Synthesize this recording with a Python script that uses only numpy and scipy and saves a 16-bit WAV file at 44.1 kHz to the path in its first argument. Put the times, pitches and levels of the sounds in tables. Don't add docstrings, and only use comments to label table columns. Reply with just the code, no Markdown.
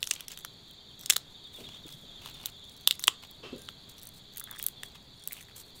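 import sys
import numpy as np
from scipy import signal
from scipy.fft import rfft, irfft, next_fast_len
from scipy.io import wavfile
from scipy.ndimage import uniform_filter1d, map_coordinates

SR = 44100
rng = np.random.default_rng(int(sys.argv[2]) if len(sys.argv) > 2 else 0)


def persist_wave(psi):
    counts = np.round(np.clip(psi, -1, 1) * 32767).astype(np.int16)
    wavfile.write(sys.argv[1], SR, np.atleast_2d(counts).T)


N = 255778

# t/s, hollow f/Hz, wall f/Hz, then level/dB over 5 ms of hollow, wall, crack, splinter
POD_FRACTURES = [(0.029, 2010, 3320, -45, -25.5, -34, -37), (0.041, 1870, 3450, -60, -41, -46, -54),
                 (0.0729, 1420, 3150, -48, -40.5, -34, -41), (0.1104, 1550, 3470, -40, -31, -23, -36),
                 (0.1129, 1930, 2830, -38, -29, -29.5, -41), (.137, 2090, 3950, -61, -45, -38, -41),
                 (.207, 1400, 3200, -54, -42, -45, -42.5), (.282, 2110, 3420, -55, -44.5, -38.5, -41.5),
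                 (0.3747, 1420, 3160, -54, -43, -46.5, -48), (0.4486, 1340, 3270, -40, -42.5, -41, -39.5),
                 (1.06, 2090, 3680, -56, -38, -34, -40.5), (1.1, 1780, 2650, -29.5, -26, -17, -21),
                 (1.1014, 1900, 3770, -32, -24, -31, -28), (1.1049, 2090, 3500, -35.5, -25, -24, -35),
                 (1.1066, 1640, 3370, -37, -22, -21.5, -32), (1.1237, 1660, 3960, -42, -36.5, -35, -38),
                 (1.135, 2050, 3750, -47, -36, -43, -39), (1.1615, 1960, 3530, -43, -30, -41, -42),
                 (1.1651, 1350, 3930, -34.5, -25, -26.5, -27.5),
                 (2.2598, 1030, 3630, -46.5, -41, -50.5, -49), (2.4582, 1270, 3750, -53, -33, -34, -31),
                 (2.8745, 1080, 3490, -34, -15, -23, -18.5), (2.91, 2130, 3570, -38, -20, -28.5, -30),
                 (2.925, 1870, 3660, -57, -38, -50.5, -47), (3.0396, 1920, 3940, -43, -29, -31, -37),
                 (3.0798, 1100, 3210, -22.5, -14, -20, -28.5),
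                 (3.688, 1320, 3380, -43.5, -36.5, -50.5, -68),
                 (4.5982, 1810, 2930, -45.5, -43, -48.5, -56), (4.8336, 1850, 3420, -40, -40, -40.5, -44.5)]
# t/s, level/dB
FLAKE_BREAKS = [(.091, -43), (.389, -41), (.711, -51.5), (1.012, -45), (2.4664, -36), (3.0035, -43),
                (3.026, -41), (3.0729, -22.5), (3.312, -48), (4.032, -43), (4.054, -47), (4.072, -42),
                (4.09, -41.5), (4.373, -34.5), (4.381, -37), (4.398, -34), (4.404, -36.5), (4.44, -36.5),
                (4.512, -36), (4.592, -37), (4.627, -27), (4.64, -31), (4.665, -19.5), (4.685, -31),
                (5.275, -27.5), (5.324, -36), (5.331, -32.5)]
# t/s, duration/s, f/Hz, relative level/dB
POD_CREAKS = [(4.411, .008, 1570, -51), (4.474, .1, 1600, -54), (5.31, .015, 2070, -47.5),
              (5.366, .05, 2490, -56.5), (5.488, .03, 1980, -58)]
# t/s, duration/s, level/dB
HUSK_SQUEEZES = [(0, .17, -49.5), (.28, 0.075, -49.5), (.36, 0.063, -52), (.96, .13, -59.5),
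                 (1.1, 0.052, -39), (1.86, 0.11, -58), (2.23, 0.31, -61.5), (2.57, 0.27, -60),
                 (2.87, 0.1, -58), (2.97, 0.093, -49), (3.55, 0.17, -61.5), (3.97, 0.122, -53.5),
                 (4.32, 0.072, -50.5), (4.48, 0.25, -59.5), (5.18, 0.28, -58)]
FINGER_RUBS = [(0.11, 0.15, -51), (.29, 0.053, -54), (1.522, 0.28, -56), (1.86, 0.058, -53.5),
               (2.208, 0.11, -47), (2.33, 0.2, -53.5), (3.093, .06, -69), (3.218, 0.049, -49.5),
               (4.94, 0.035, -54), (5.3, 0.12, -58)]
SEED_SKIN_SLIDES = [(1.52, 0.15, -57.5), (1.86, 0.21, -65), (3.885, 0.038, -54), (4.13, 0.072, -58.5),
                    (4.835, 0.064, -61), (5.33, .1, -57), (5.55, 0.083, -50), (5.64, 0.068, -63),
                    (5.74, 0.15, -55.5)]
# t/s, level/dB, t60/s, band centre f/Hz
BENCH_BUMPS_AND_SLIDES = [(1.581, -47.5, 0.37, 490), (1.599, -45.5, 0.48, 119), (1.852, -35, 0.056, 235),
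                          (1.947, -40, 0.049, 170), (2.03, -53, 0.17, 353), (3.429, -43.5, 0.33, 500),
                          (3.525, -35, 0.16, 320), (3.549, -44, 0.27, 304), (3.753, -55, .08, 120)]
# f/Hz, bandwidth/Hz, gain/dB
BENCH_MODES = [(125, 17, -2.5), (248, 49, -4.5), (385, 48, -5.5), (517, 170, -11.5)]
BOWL_MODES = [(1130, 420, -7.5), (2666, 60, 2), (3100, 110, 0), (4520, 2100, -17)]
# f/Hz, relative level/dB, t60/s
BOWL_PARTIALS = [(1590, -3.5, 1), (8823, -1, 0.38), (9700, -4, 0.47), (12425, -11, 0.28), (14200, -10, .25)]
# t/s, chirp count, period/s, f/Hz, fractional fall in pitch, relative level/dB
CHIRP_RUNS = [(.69, 4, 0.1, 3580, 0.1, -57.5), (1.354, 6, 0.098, 3630, 0.07, -48.5),
              (1.917, 1, .06, 3450, .04, -50), (2.097, 2, 0.063, 3560, 0.06, -50.5),
              (2.35, 2, 0.053, 3600, 0.03, -51.5), (2.555, 3, .058, 3540, .045, -54),
              (4.445, 3, 0.073, 3540, 0.06, -49.5), (4.777, 2, 0.063, 3540, 0.05, -49.5)]
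# t/s, relative level/dB of the low singers, relative level/dB of the high singers
CHORUS_LEVELS = [(0.0, -57, -58), (0.37, -56, -59.5), (2.32, -53, -60), (3.94, -56.5, -59.5),
                 (4.44, -57, -62), (5.8, -59.5, -59.5)]
# f/Hz, level/dB
HUM_PARTIALS = [(135, -74.5), (406, -75.5)]
# f/Hz, relative level/dB
FLAKE_SPECTRUM = [(300, -47), (900, -16), (2000, -15), (3200, -5.5), (5500, -10), (9000, -0.5), (13000, 4),
                  (16000, 5)]
HUSK_SPECTRUM = [(500, -24), (1500, -9.5), (3000, -7), (7000, -0.5), (10000, -4.5), (13500, -6.5),
                 (15700, -6), (16500, -26)]
FINGER_SPECTRUM = [(150, -29), (500, -9.5), (1000, -3), (1800, -9), (3000, 4), (5000, -8), (12000, -17)]
SEED_SKIN_SPECTRUM = [(2000, -7.5), (5000, -5), (8500, 1.5), (12000, -5), (15000, 2), (16200, -28)]
AIR_SPECTRUM = [(20, -2), (60, -3.5), (125, -1), (220, -5), (400, -11.5), (800, -15), (1500, -20),
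                (2700, -20), (5500, -27), (9000, -33.5), (15500, -34), (15900, -56)]
# f/Hz, t60/s
YARD_DECAY = [(200, 0.34), (1800, 0.24), (3200, .16), (5000, 0.26), (9000, 0.16), (16000, 0.12)]


def snaps(lead_s=.004, lead_db=-19, run_on_s=.015, run_on_db=-24.5):
    out = np.zeros(N)
    for s, *voice in POD_FRACTURES:
        add(out, s - .0002, fracture(*voice))
        add(out, s - lead_s * rng.random(), amp(lead_db) * fracture(*voice))
        for delay in run_on_s * rng.random(2):
            add(out, s + delay, amp(run_on_db) * fracture(*voice))
    return out


def fracture(hollow_hz, wall_hz, hollow_db, wall_db, crack_db, splinter_db):
    t = clock(.03)
    tear = tearing(t)
    release = tear + 11 * (t == 0)
    hollow_modes = [(hollow_hz, 340, 0), (hollow_hz * 1.87, 300, -5), (hollow_hz * .7, 300, -13)]
    wall_modes = [(wall_hz, 400, 0), (wall_hz * .766, 400, -9), (wall_hz * 1.042, 450, -11)]
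    hollow = burst(resonate(band(release, 780, 2300), hollow_modes), hollow_db)
    wall = burst(resonate(band(release, 2250, 4800), wall_modes), wall_db)
    thud = burst(band(tear, 354, 617), hollow_db - 16.5)
    crack = burst(band(tear, 5100, 9180), crack_db)
    splinter = burst(band(tear, 8930, 15500), splinter_db)
    return hollow + wall + thud + crack + splinter


def tearing(t):
    envelope = fade(t, .0059) * (1 - fade(t, .003)) + amp(-13) * fade(t, .013)
    return rng.standard_normal(len(t)) * envelope


def flakes():
    out, t = np.zeros(N), clock(.03)
    for s, db in FLAKE_BREAKS:
        tear = np.pad(tearing(t) * fade(t, .025), (SR // 1000, 0))
        add(out, s - .0012, burst(coloured(tear, FLAKE_SPECTRUM), db))
    return out


def creaks(slip_period_s=.0105):
    out, t = np.zeros(N), clock(.012)
    for s, length, hz, db in POD_CREAKS:
        for delay in np.arange(0, length, slip_period_s):
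            slip = rng.standard_normal(len(t)) * fade(t, .011)
            tick = unit(resonate(slip, [(hz, 700, 0), (hz * 1.32, 700, -8)]))
            jitter_s = .0015 * rng.standard_normal()
            add(out, s + delay + jitter_s, amp(db - .5 + 2 * rng.standard_normal()) * tick)
    return out


def crinkle(breaks_per_s=230, holding_db=-72):
    breaks = (rng.random(N) < breaks_per_s / SR) * amp(4.5 * np.minimum(rng.exponential(size=N), 3.5))
    power = np.abs(signal.fftconvolve(breaks ** 2, fade(clock(.01), .0053) ** 2)[:N])
    grains = unit(np.sqrt(power) * rng.standard_normal(N)) + .073 * rng.standard_normal(N)
    grip = amp(holding_db) + strokes(HUSK_SQUEEZES)
    return grip * coloured(patchy(grains, depth_db=4.5), HUSK_SPECTRUM)


def rubs():
    fingers = strokes(FINGER_RUBS) * coloured(grainy(rough_db=5), FINGER_SPECTRUM)
    seed_skins = strokes(SEED_SKIN_SLIDES) * coloured(grainy(rough_db=4), SEED_SKIN_SPECTRUM)
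    return fingers + seed_skins


def bench(onset_hz=193, onset_db=-3):
    out, t = np.zeros(N), clock(.4)
    onset = amp(onset_db) * np.sin(2 * np.pi * onset_hz * t) * fade(t, t60=.03)
    for s, db, t60, hz in BENCH_BUMPS_AND_SLIDES:
        modes = resonate(rng.standard_normal(len(t)), BENCH_MODES)
        plank = unit(band(modes, .53 * hz, 1.73 * hz))
        envelope = fade(t, t60) * (1 - fade(t, .0048))
        add(out, s, amp(db) * (plank * envelope + onset))
    return out


def bowl_scrape(s=3.429, db=-43, t60=.43):
    drag, t = np.zeros(N), clock(.2)
    add(drag, s, amp(db) * fade(t, t60) * (1 - fade(t, .053)))
    return drag * unit(resonate(rng.standard_normal(N), BOWL_MODES))


def bowl_ping(s=3.582, db=-60):
    out, t = np.zeros(N), clock(.46)
    for hz, partial_db, t60 in BOWL_PARTIALS:
        add(out, s, amp(db + partial_db) * np.sin(2 * np.pi * hz * t) * fade(t, t60))
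    return out


def near_crickets(swell_db=7, stroke_s=.036):
    out = np.zeros(N)
    for start, count, period, hz, fall, peak_db in CHIRP_RUNS:
        for k in range(int(count)):
            s = start + k * period
            from_middle = (2 * k + 1) / count - 1
            db = peak_db - swell_db * from_middle ** 2
            add(out, s - stroke_s / 2, amp(db + 3.5) * wing_stroke(hz, stroke_s, fall))
            add(out, s + .0063, amp(db + 4) * wing_stroke(hz * (1 - fall), .0293, fall))
    return out


def wing_stroke(hz, length, fall):
    t = clock(length)
    waver = unit(uniform_filter1d(rng.standard_normal(len(t)), size=50))
    pitch = hz * (1 - fall * (t / length - .5) + .014 * waver)
    return np.hanning(len(t)) * np.sin(2 * np.pi * np.cumsum(pitch) / SR)


def chorus():
    low_db, high_db = curves(CHORUS_LEVELS)
    low = unit(singers(3400, spread=.0904, count=2400) + .85 * singers(3750, spread=.097, count=1800))
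    high = unit(singers(4130, spread=.0973, count=1800) + .92 * singers(4500, spread=.0568, count=1800))
    octave = unit(band(rng.standard_normal(N), 6410, 7400))
    low_gain = amp(low_db - 1.14 + 1.1 * wobble(8.7))
    high_gain = amp(high_db - .8 + 1.5 * wobble(5.8))
    return low_gain * (low + amp(-15.5) * octave) + high_gain * high


def singers(hz, spread, count):
    out = np.zeros(N)
    for position, sharp, flat in rng.random((count, 3)):
        pitch = hz * (1 + spread * (sharp - flat))
        add(out, position * N / SR - .01, wing_stroke(pitch, length=.028, fall=.061))
    return unit(out)


def air():
    t = np.arange(N) / SR
    hum = sum(amp(db + 3 * wobble(1.84)) * unit(np.sin(2 * np.pi * hz * t + 1.25 * wobble(7.1)))
              for hz, db in HUM_PARTIALS)
    return hum + amp(-57 + wobble(3.5)) * coloured(rng.standard_normal(N), AIR_SPECTRUM)


def yard(x):
    hz, t, noise = signal.stft(rng.standard_normal(SR // 2), SR, nperseg=256)
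    tail = signal.istft(noise * fade(t, along(YARD_DECAY, hz)[:, None]), SR, nperseg=256)[1]
    return signal.fftconvolve(x, tail / np.linalg.norm(tail))[:N]


def strokes(rows):
    out = np.zeros(N)
    for s, length, db in rows:
        add(out, s, amp(db) * np.sqrt(signal.windows.tukey(int(length * SR), .6)))
    return out


def grainy(rough_db):
    return rng.standard_normal(N) * amp(rough_db * wobble(220))


def patchy(x, depth_db):
    spectra = signal.stft(x, nperseg=512)[2]
    field = uniform_filter1d(rng.standard_normal(spectra.shape), size=9, axis=0)
    field = uniform_filter1d(field, size=12, axis=1)
    return signal.istft(spectra * amp(depth_db * unit(field)), nperseg=512)[1][:N]


def resonate(x, modes):
    def response(f):
        return sum((-1) ** k * amp(db) * 1j * f * width / (hz * hz - f * f + 1j * f * width)
                   for k, (hz, width, db) in enumerate(modes))
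    return filtered(x, response)


def coloured(x, spectrum):
    return unit(filtered(x, lambda hz: amp(along(spectrum, hz))))


def filtered(x, response):
    size = next_fast_len(len(x) + 8192)
    return irfft(rfft(x, size) * response(np.fft.rfftfreq(size, 1 / SR)), size)[:len(x)]


def band(x, lo_hz, hi_hz):
    return signal.sosfilt(signal.butter(3, [lo_hz, hi_hz], "band", fs=SR, output="sos"), x)


def burst(x, db):
    return amp(db) * x / np.sqrt(np.sum(x ** 2) / (.005 * SR))


def wobble(rate):
    return map_coordinates(rng.standard_normal(int(N * rate / SR) + 4), [np.arange(N) * rate / SR])


def along(points, hz):
    f, values = np.transpose(points)
    return np.interp(np.log(hz + 1), np.log(f + 1), values)


def curves(rows):
    times, *columns = np.transpose(rows)
    return [np.interp(np.arange(N) / SR, times, column) for column in columns]


def fade(t, t60):
    return np.exp(-np.log(1000) * t / t60)


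def add(track, s, sound):
    start = int(np.clip(s * SR, 0, N - 1))
    track[start:start + len(sound)] += sound[:N - start]


def clock(length):
    return np.arange(int(length * SR)) / SR


def amp(db):
    return 10 ** (np.asarray(db) / 20)


def unit(x):
    return x / np.sqrt(np.mean(x ** 2) + 1e-20)


def scene():
    shelling = snaps() + flakes() + creaks() + crinkle() + rubs() + bench() + bowl_scrape() + bowl_ping()
    chirps = near_crickets()
    reverberation = amp(-19.5) * yard(shelling) + amp(-4) * yard(chirps)
    return (shelling + chirps + reverberation + chorus() + air())[None]


def record(dry, cutoff_hz=16100):
    return filtered(dry[0], lambda hz: 1 / np.sqrt(1 + (hz / cutoff_hz) ** 160))[None]


dry = scene()
out = record(dry)
persist_wave(out)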